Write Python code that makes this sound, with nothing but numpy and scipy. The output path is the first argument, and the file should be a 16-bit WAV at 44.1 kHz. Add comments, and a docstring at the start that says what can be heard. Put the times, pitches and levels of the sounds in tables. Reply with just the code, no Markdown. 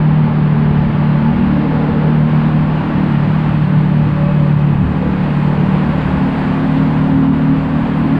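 """A booming exhaust drone, close up: a small single-cylinder motorbike in a road tunnel, from the seat.
Each firing sends a puff down the pipe; its low orders swell and fade between the walls, and the crank
thrums when the throttle eases. Wind buffets the microphone, gears whine and the brake faintly squeaks.
Brief rough drones come and go, and a scooter's belt whines close past as the bike overtakes it.
Farther off, the traffic's engines and tyres blend into a reverberant roar."""
import sys
import numpy as np
from scipy import signal
from scipy.fft import rfft, irfft, next_fast_len
from scipy.io import wavfile
from scipy.ndimage import uniform_filter1d, minimum_filter1d, map_coordinates

SR = 44100
rng = np.random.default_rng(int(sys.argv[2]) if len(sys.argv) > 2 else 0)


def int16_out(signal):
    """Quantize to a 16-bit WAV file."""
    q = np.round(np.clip(np.atleast_2d(signal).T, -1, 1) * 32767)
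    wavfile.write(sys.argv[1], SR, q.astype(np.int16))


N = 361179

# the bike's engine speed: (time [s], firing rate [Hz])
ENGINE_SPEED = [(0, 38.4), (.6, 37.4), (1.21, 37.0), (1.39, 39.8), (1.56, 36.6), (1.72, 38.3), (1.92, 37.2),
                (2.07, 38.5), (2.37, 38.1), (3.04, 38.5), (3.18, 35.7), (3.31, 38.8), (3.47, 37.8),
                (4.4, 37.1), (4.76, 36.5), (4.97, 38.3), (5.18, 36.6), (5.45, 37.3), (7.5, 38.5),
                (8.19, 38.8)]
# the boom, the exhaust's strongest order, at the seat: (time [s], level [dB])
BOOM_LEVEL = [(0, -11.5), (1.15, -15), (1.5, -22.5), (1.75, -15), (1.97, -17.5), (2.1, -12), (2.6, -13.5),
              (2.8, -18.5), (3.03, -18), (3.12, -14.5), (4.73, -12.5), (4.82, -21.5), (5.4, -15.5),
              (6.0, -19), (6.45, -19.5), (6.9, -17), (7.5, -16), (7.7, -20), (8.19, -18)]
# just above the boom, off resonance: (order [x firing rate], level [dB], change with the boom [dB/dB])
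UPPER_ORDERS = [(5, -21.5, -0.25), (6, -27.5, 0.5), (7, -35, -1.5)]
# a resonance that shifts as the bike moves between the walls: (time [s], centre [Hz], level [dB])
WALL_RESONANCE = [(0, 228, -24), (.8, 228, -20), (1.1, 201.5, -16.5), (1.45, 230, -15), (1.57, 195, -15),
                  (1.7, 242, -20), (2.45, 225, -17.5), (2.7, 251, -25), (3.03, 254, -22),
                  (3.15, 199, -20.5), (4.4, 183.4, -22.5), (5.75, 181, -18), (6.05, 267, -23),
                  (6.6, 250, -18), (7.35, 256.6, -13.5), (7.72, 251.3, -17.5), (8.19, 252.6, -16)]
# the throttle eases and the crank thrums: (time [s], level [dB], half length [s])
THRUMS = [(4.848, -18.5, 0.058), (5.07, -23.5, 0.046), (6.116, -28, .1), (7.65, -31, 0.1)]
# the weaker exhaust orders: (order [x firing rate], level [dB])
OVERTONES = [(1, -48.5), (3, -33), (8, -34.5), (9, -37), (10, -43), (11, -42), (12, -47), (13, -45.5)]
# rough gas noise from the pipe: (frequency [Hz], relative level [dB])
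CHUFF_SPECTRUM = [(60, -31), (110, -13.5), (160, 2), (230, 0), (300, -6), (350, -16.5), (600, -41),
                  (2000, -89.5)]

def exhaust(firing_hz, cycles, boom_order=4, pipe_bend=.95, resonance_width_hz=28.7):
    """Just below the seat, each firing puffs down the pipe: booming orders, overtones, a rough chuff."""
    phase = 2 * np.pi * cycles
    strength = amp(1.2 * wobble(30))  # no two firings are alike
    boom_db, = curves(BOOM_LEVEL)
    resonance_hz, resonance_db = curves(WALL_RESONANCE)
    swing_db = boom_db - boom_db.mean()
    gains = {boom_order: amp(boom_db)}
    for order, db, follows in UPPER_ORDERS:
        detuning = (round(order) * firing_hz - resonance_hz) / resonance_width_hz
        lift = amp(resonance_db) * np.exp(-detuning ** 2)  # the resonance lifts the order it meets
        gains[round(order)] = np.hypot(amp(db + follows * swing_db), lift) * amp(1.65 * wobble(7))
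    boom = np.zeros(N)
    for order, gain in gains.items():
        lag = pipe_bend * (order - boom_order) ** 2  # the pipe delays higher orders, spreading a puff
        drift = 0.45 * wobble(2.5)  # the paths by way of the walls keep changing
        boom += gain * fuzzy_tone(order * phase - lag + drift, spread=0.13, rate=16)
    thrum = (amp(-35) + swells(THRUMS)) * fuzzy_tone(2 * phase, spread=0.16, rate=16)
    overtones = sum(amp(db) * fuzzy_tone(round(order) * phase, spread=0.9, rate=10)
                    for order, db in OVERTONES)
    puffs = (1 + 0.59 * np.cos(phase)) * rng.standard_normal(N)
    chuff = amp(-22.5 - 0.33 * swing_db) * coloured(puffs, CHUFF_SPECTRUM)  # rougher as the boom fades
    return strength * boom + thrum + overtones + chuff


def clatter(cycles):
    """Under the rider, the valve gear rasps once a crank turn, twice per firing; the tunnel smears it."""
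    gate = np.exp(-4 * (2 * cycles % 1))
    rasp = coloured(gate * rng.standard_normal(N), TYRE_SPECTRUM)  # in the same band as the tyres
    return amp(-41.5) * rasp + amp(-43.5) * tunnel(rasp)


# gusts on the microphone: (time [s], level [dB], half length [s])
GUSTS = [(.77, -24.5, 0.18), (1.4, -34, .2), (2.85, -32, 0.24), (4.806, -30, 0.15), (6.004, -33, .45)]
# the rumble of the eddies: (frequency [Hz], relative level [dB])
BUFFET_SPECTRUM = [(10, -11.5), (25, -7.5), (45, -2.5), (75, -1.5), (110, 0.5), (200, -13.5), (500, -34),
                   (1500, -88.5)]

def wind(steady_db=-27.5):
    """Eddies hit the microphone itself in low lumps, harder in the gusts."""
    force = amp(steady_db) + swells(GUSTS)
    lumps = amp(1.3 * wobble(16))
    return force * unit(lumps * rush(BUFFET_SPECTRUM, patchy_db=0.5))


# steady gear whine, partials 1 to 4: (level [dB])
GEAR_PARTIALS = [-42, -43.5, -43.5, -44]
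# single partials flare up: (time [s], partial [number], level [dB], half length [s])
GEAR_FLARES = [(1.7, 1, -24, 0.33), (1.9, 2, -36, 0.45), (0.97, 3, -38.5, 1.3), (4.3, 2, -32, 0.29),
               (4.3, 4, -47.5, .3)]

def gears(mesh_hz=287):
    """Behind the seat, the final-drive gears whine at a pitch set by road speed, blurred by echoes."""
    phase = 2 * np.pi * np.cumsum(mesh_hz * (1 + .002 * wobble(2))) / SR
    whine = np.zeros(N)
    for k, steady_db in enumerate(GEAR_PARTIALS, 1):
        flares = sum(swell(s, db, half_s) for s, partial, db, half_s in GEAR_FLARES if round(partial) == k)
        whine += (amp(steady_db) + flares) * fuzzy_tone(k * phase, spread=1.2, rate=30)
    return whine


# brief drones: those near 300 Hz fall where the exhaust's boom fades, the rest are scooters' engines
# (time [s], pitch [Hz], level [dB], half length [s])
BRIEF_DRONES = [(0.597, 415.4, -31, .35), (1.899, 463.7, -27.5, 0.35), (2.934, 305, -25, 0.19),
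                (3.604, 113.4, -24.5, 0.64), (4.62, 110.7, -23, 0.3), (5.083, 485.4, -30, .13),
                (5.104, 299.5, -24, 0.061), (5.698, 450, -34.5, 0.45), (8.08, 319.6, -24, .12)]

def drones(blur=.18):
    """Brief rough drones swell and fade around the bike, blurred by the tunnel in proportion to pitch."""
    t = np.arange(N) / SR
    return sum(swell(s, db, half_s) * fuzzy_tone(2 * np.pi * hz * t, spread=1.8, rate=blur * hz)
               for s, hz, db, half_s in BRIEF_DRONES)


def belt(pitch_hz=2510, abeam_s=4.87, side_m=1.2, overtake_m_per_s=4, sound_m_per_s=343):
    """An overtaken scooter's belt whines close past the microphone with a slight Doppler fall."""
    t = np.arange(N) / SR
    ahead_m = overtake_m_per_s * (abeam_s - t)
    distance_m = np.hypot(ahead_m, side_m)
    nearness = side_m / distance_m
    shield = amp(-12.5 * nearness ** 2)  # the scooter's body hides the belt when abeam
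    emitted_s = t - distance_m / sound_m_per_s
    whine = fuzzy_tone(2 * np.pi * pitch_hz * emitted_s, spread=2.5, rate=70)
    return amp(-39.5) * nearness * shield * whine


# faint squeaks of the brake disc: (time [s], level [dB], half length [s])
SQUEAKS = [(1.104, -72, .025), (3.78, -79, .05), (4.1, -84, 0.24), (6.25, -81.5, .06), (6.49, -73, .04),
           (6.88, -74, .015), (7.152, -69, .01), (7.982, -66, .015), (8.03, -76, .09)]

def brake(modes_hz=(10897, 13100)):
    """Down at the wheel, the pad grazes the disc, whose two modes chatter faintly and at times flare."""
    t = np.arange(N) / SR
    touch = (amp(-89.5) + swells(SQUEAKS)) * amp(4 * wobble(25))
    lower, upper = (fuzzy_tone(2 * np.pi * hz * t, spread=1.5, rate=90) for hz in modes_hz)
    return touch * (lower + amp(-10.5) * upper)


# overall gain of the traffic's roar: (time [s], level [dB])
ROAR_LEVEL = [(0, -34.5), (2.1, -33), (2.7, -33.5), (3.22, -32.5), (3.75, -36), (4.5, -34), (4.75, -36.5),
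              (5.3, -33), (6.1, -31), (6.8, -31.4), (7.08, -32.3), (7.14, -33.5), (8.19, -32)]
# tread rush and hiss against the roar: (time [s], relative level [dB])
TREBLE_LEVEL = [(0, -0.5), (2.9, 0.6), (3.22, 1.2), (3.7, 2), (4.5, -0.05), (6.9, -0.5), (7.15, -1.2),
                (8.19, -1)]
# the four bands of the roar, low to high: (frequency [Hz], relative level [dB])
ENGINE_SPECTRUM = [(150, -27.5), (300, 2.5), (420, -1), (500, -0.5), (600, -1.5), (750, -22), (1200, -33.5),
                   (4000, -80)]
TYRE_SPECTRUM = [(300, -22), (620, -3), (850, 1.5), (1080, -1.5), (1300, -8.5), (1800, -12.5),
                 (4000, -63.5)]
TREAD_SPECTRUM = [(700, -24.5), (1200, -2.5), (1450, -0.5), (1750, -2.5), (2200, -5.5), (2800, -8),
                  (3500, -15), (4500, -21.5), (5100, -29), (5800, -44.5), (8000, -82.5)]
HISS_SPECTRUM = [(3000, -14.5), (5500, 2), (6600, 0.5), (8200, 1.5), (9800, -7.5), (11000, -7.5),
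                 (11900, -11.5), (13000, -13.5), (14500, -20.5), (16000, -28.5)]

def traffic(hiss_rise_db=6, hiss_rise_s=4.9):
    """Engines and tyres farther down the tunnel blend into one roar with a thin hiss on top."""
    engines = amp(3 + 0.35 * wobble(4)) * rush(ENGINE_SPECTRUM, patchy_db=-0.5)
    tyres = amp(4.5 + 0.19 * wobble(10)) * rush(TYRE_SPECTRUM, patchy_db=0.3)
    tread = amp(0.23 * wobble(8.4)) * rush(TREAD_SPECTRUM, patchy_db=0.66)
    rise = np.minimum(1, np.arange(N) / SR / hiss_rise_s)  # the hiss grows, then holds
    hiss = amp(-35.5 + hiss_rise_db * rise) * rush(HISS_SPECTRUM, patchy_db=1.9)
    roar_db, = curves(ROAR_LEVEL)
    treble_db, = curves(TREBLE_LEVEL)
    return amp(roar_db + 0.32 * wobble(8)) * (engines + tyres + amp(treble_db) * (tread + hiss))


# the tunnel's reverberation: (frequency [Hz], time to fall 60 dB [s])
TUNNEL_DECAY = [(100, 1.6), (500, 3.3), (2000, 0.66), (10000, 0.57)]

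def tunnel(x):
    """The long echo off the concrete all around; the treble dies first."""
    hz, t, noise = signal.stft(rng.standard_normal(2 * SR), SR, nperseg=256)
    decay = amp(-60 * t / along(TUNNEL_DECAY, hz)[:, None])
    tail = signal.istft(noise * decay, SR, nperseg=256)[1]
    return signal.fftconvolve(x, tail / np.linalg.norm(tail))[:N]


def fuzzy_tone(phase, spread, rate):
    """A tone of rms 1 whose many wall reflections make it flutter in level and phase."""
    paths = 1 + spread * (wobble(rate) + 1j * wobble(rate))
    return unit(np.real(paths * np.exp(1j * phase)))


def rush(spectrum, patchy_db):
    """Noise of rms 1 with drifting patches of random gain."""
    cells = signal.stft(rng.standard_normal(N), nperseg=1024)[2]
    patches = uniform_filter1d(rng.standard_normal(cells.shape), size=4, axis=0)  # across frequency
    patches = uniform_filter1d(patches, size=12, axis=1)  # across time
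    noise = signal.istft(cells * amp(patchy_db * unit(patches)), nperseg=1024)[1][:N]
    return coloured(noise, spectrum)


def coloured(x, spectrum):
    """x shaped by a spectrum, at rms 1."""
    return unit(filtered(x, lambda hz: amp(along(spectrum, hz))))


def filtered(x, response):
    """x through a gain that depends on frequency."""
    size = next_fast_len(N + SR // 2)
    hz = np.fft.rfftfreq(size, 1 / SR)
    return irfft(rfft(x, size) * response(hz), size)[:N]


def swell(s, db, half_s):
    """A gain that rises to db at time s and falls again."""
    return amp(db) * np.exp(-((np.arange(N) / SR - s) / half_s) ** 2)


def swells(rows):
    """The summed gain of one swell per row."""
    return sum(swell(*row) for row in rows)


def wobble(rate):
    """A smooth random curve, rate knots a second."""
    knots = rng.standard_normal(int(N * rate / SR) + 4)
    return map_coordinates(knots, [np.arange(N) * rate / SR])


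def curves(rows):
    """One value per sample for each column after the time."""
    times, *columns = np.transpose(rows)
    return [np.interp(np.arange(N) / SR, times, column) for column in columns]


def along(points, hz):
    """(frequency, value) points interpolated on a log axis."""
    frequencies, values = np.transpose(points)
    return np.interp(np.log(hz + 1), np.log(frequencies + 1), values)


def amp(db):
    """Decibels to gain."""
    return 10 ** (np.asarray(db) / 20)


def unit(x):
    """x scaled to rms 1."""
    return x / np.sqrt(np.mean(x ** 2) + 1e-20)


def scene():
    """All sources at one microphone on the rider's seat."""
    firing_hz, = curves(ENGINE_SPEED)
    cycles = np.cumsum(firing_hz) / SR
    engine = exhaust(firing_hz, cycles) + clatter(cycles)
    return (engine + wind() + traffic() + gears() + drones() + belt() + brake())[None]


def record(dry):
    """The camera's limiter holds the peaks down; nothing is kept above its band limit."""
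    ceiling, window_samples, top_hz = .74, 1323, 15700
    needed = np.minimum(1, ceiling / (np.abs(dry[0]) + 1e-9))
    gain = uniform_filter1d(minimum_filter1d(needed, size=window_samples), size=window_samples)
    soft_ends = signal.windows.tukey(N, .0006)
    return filtered(dry[0] * gain * soft_ends, lambda hz: hz < top_hz)[None]


dry = scene()
out = record(dry)
int16_out(out)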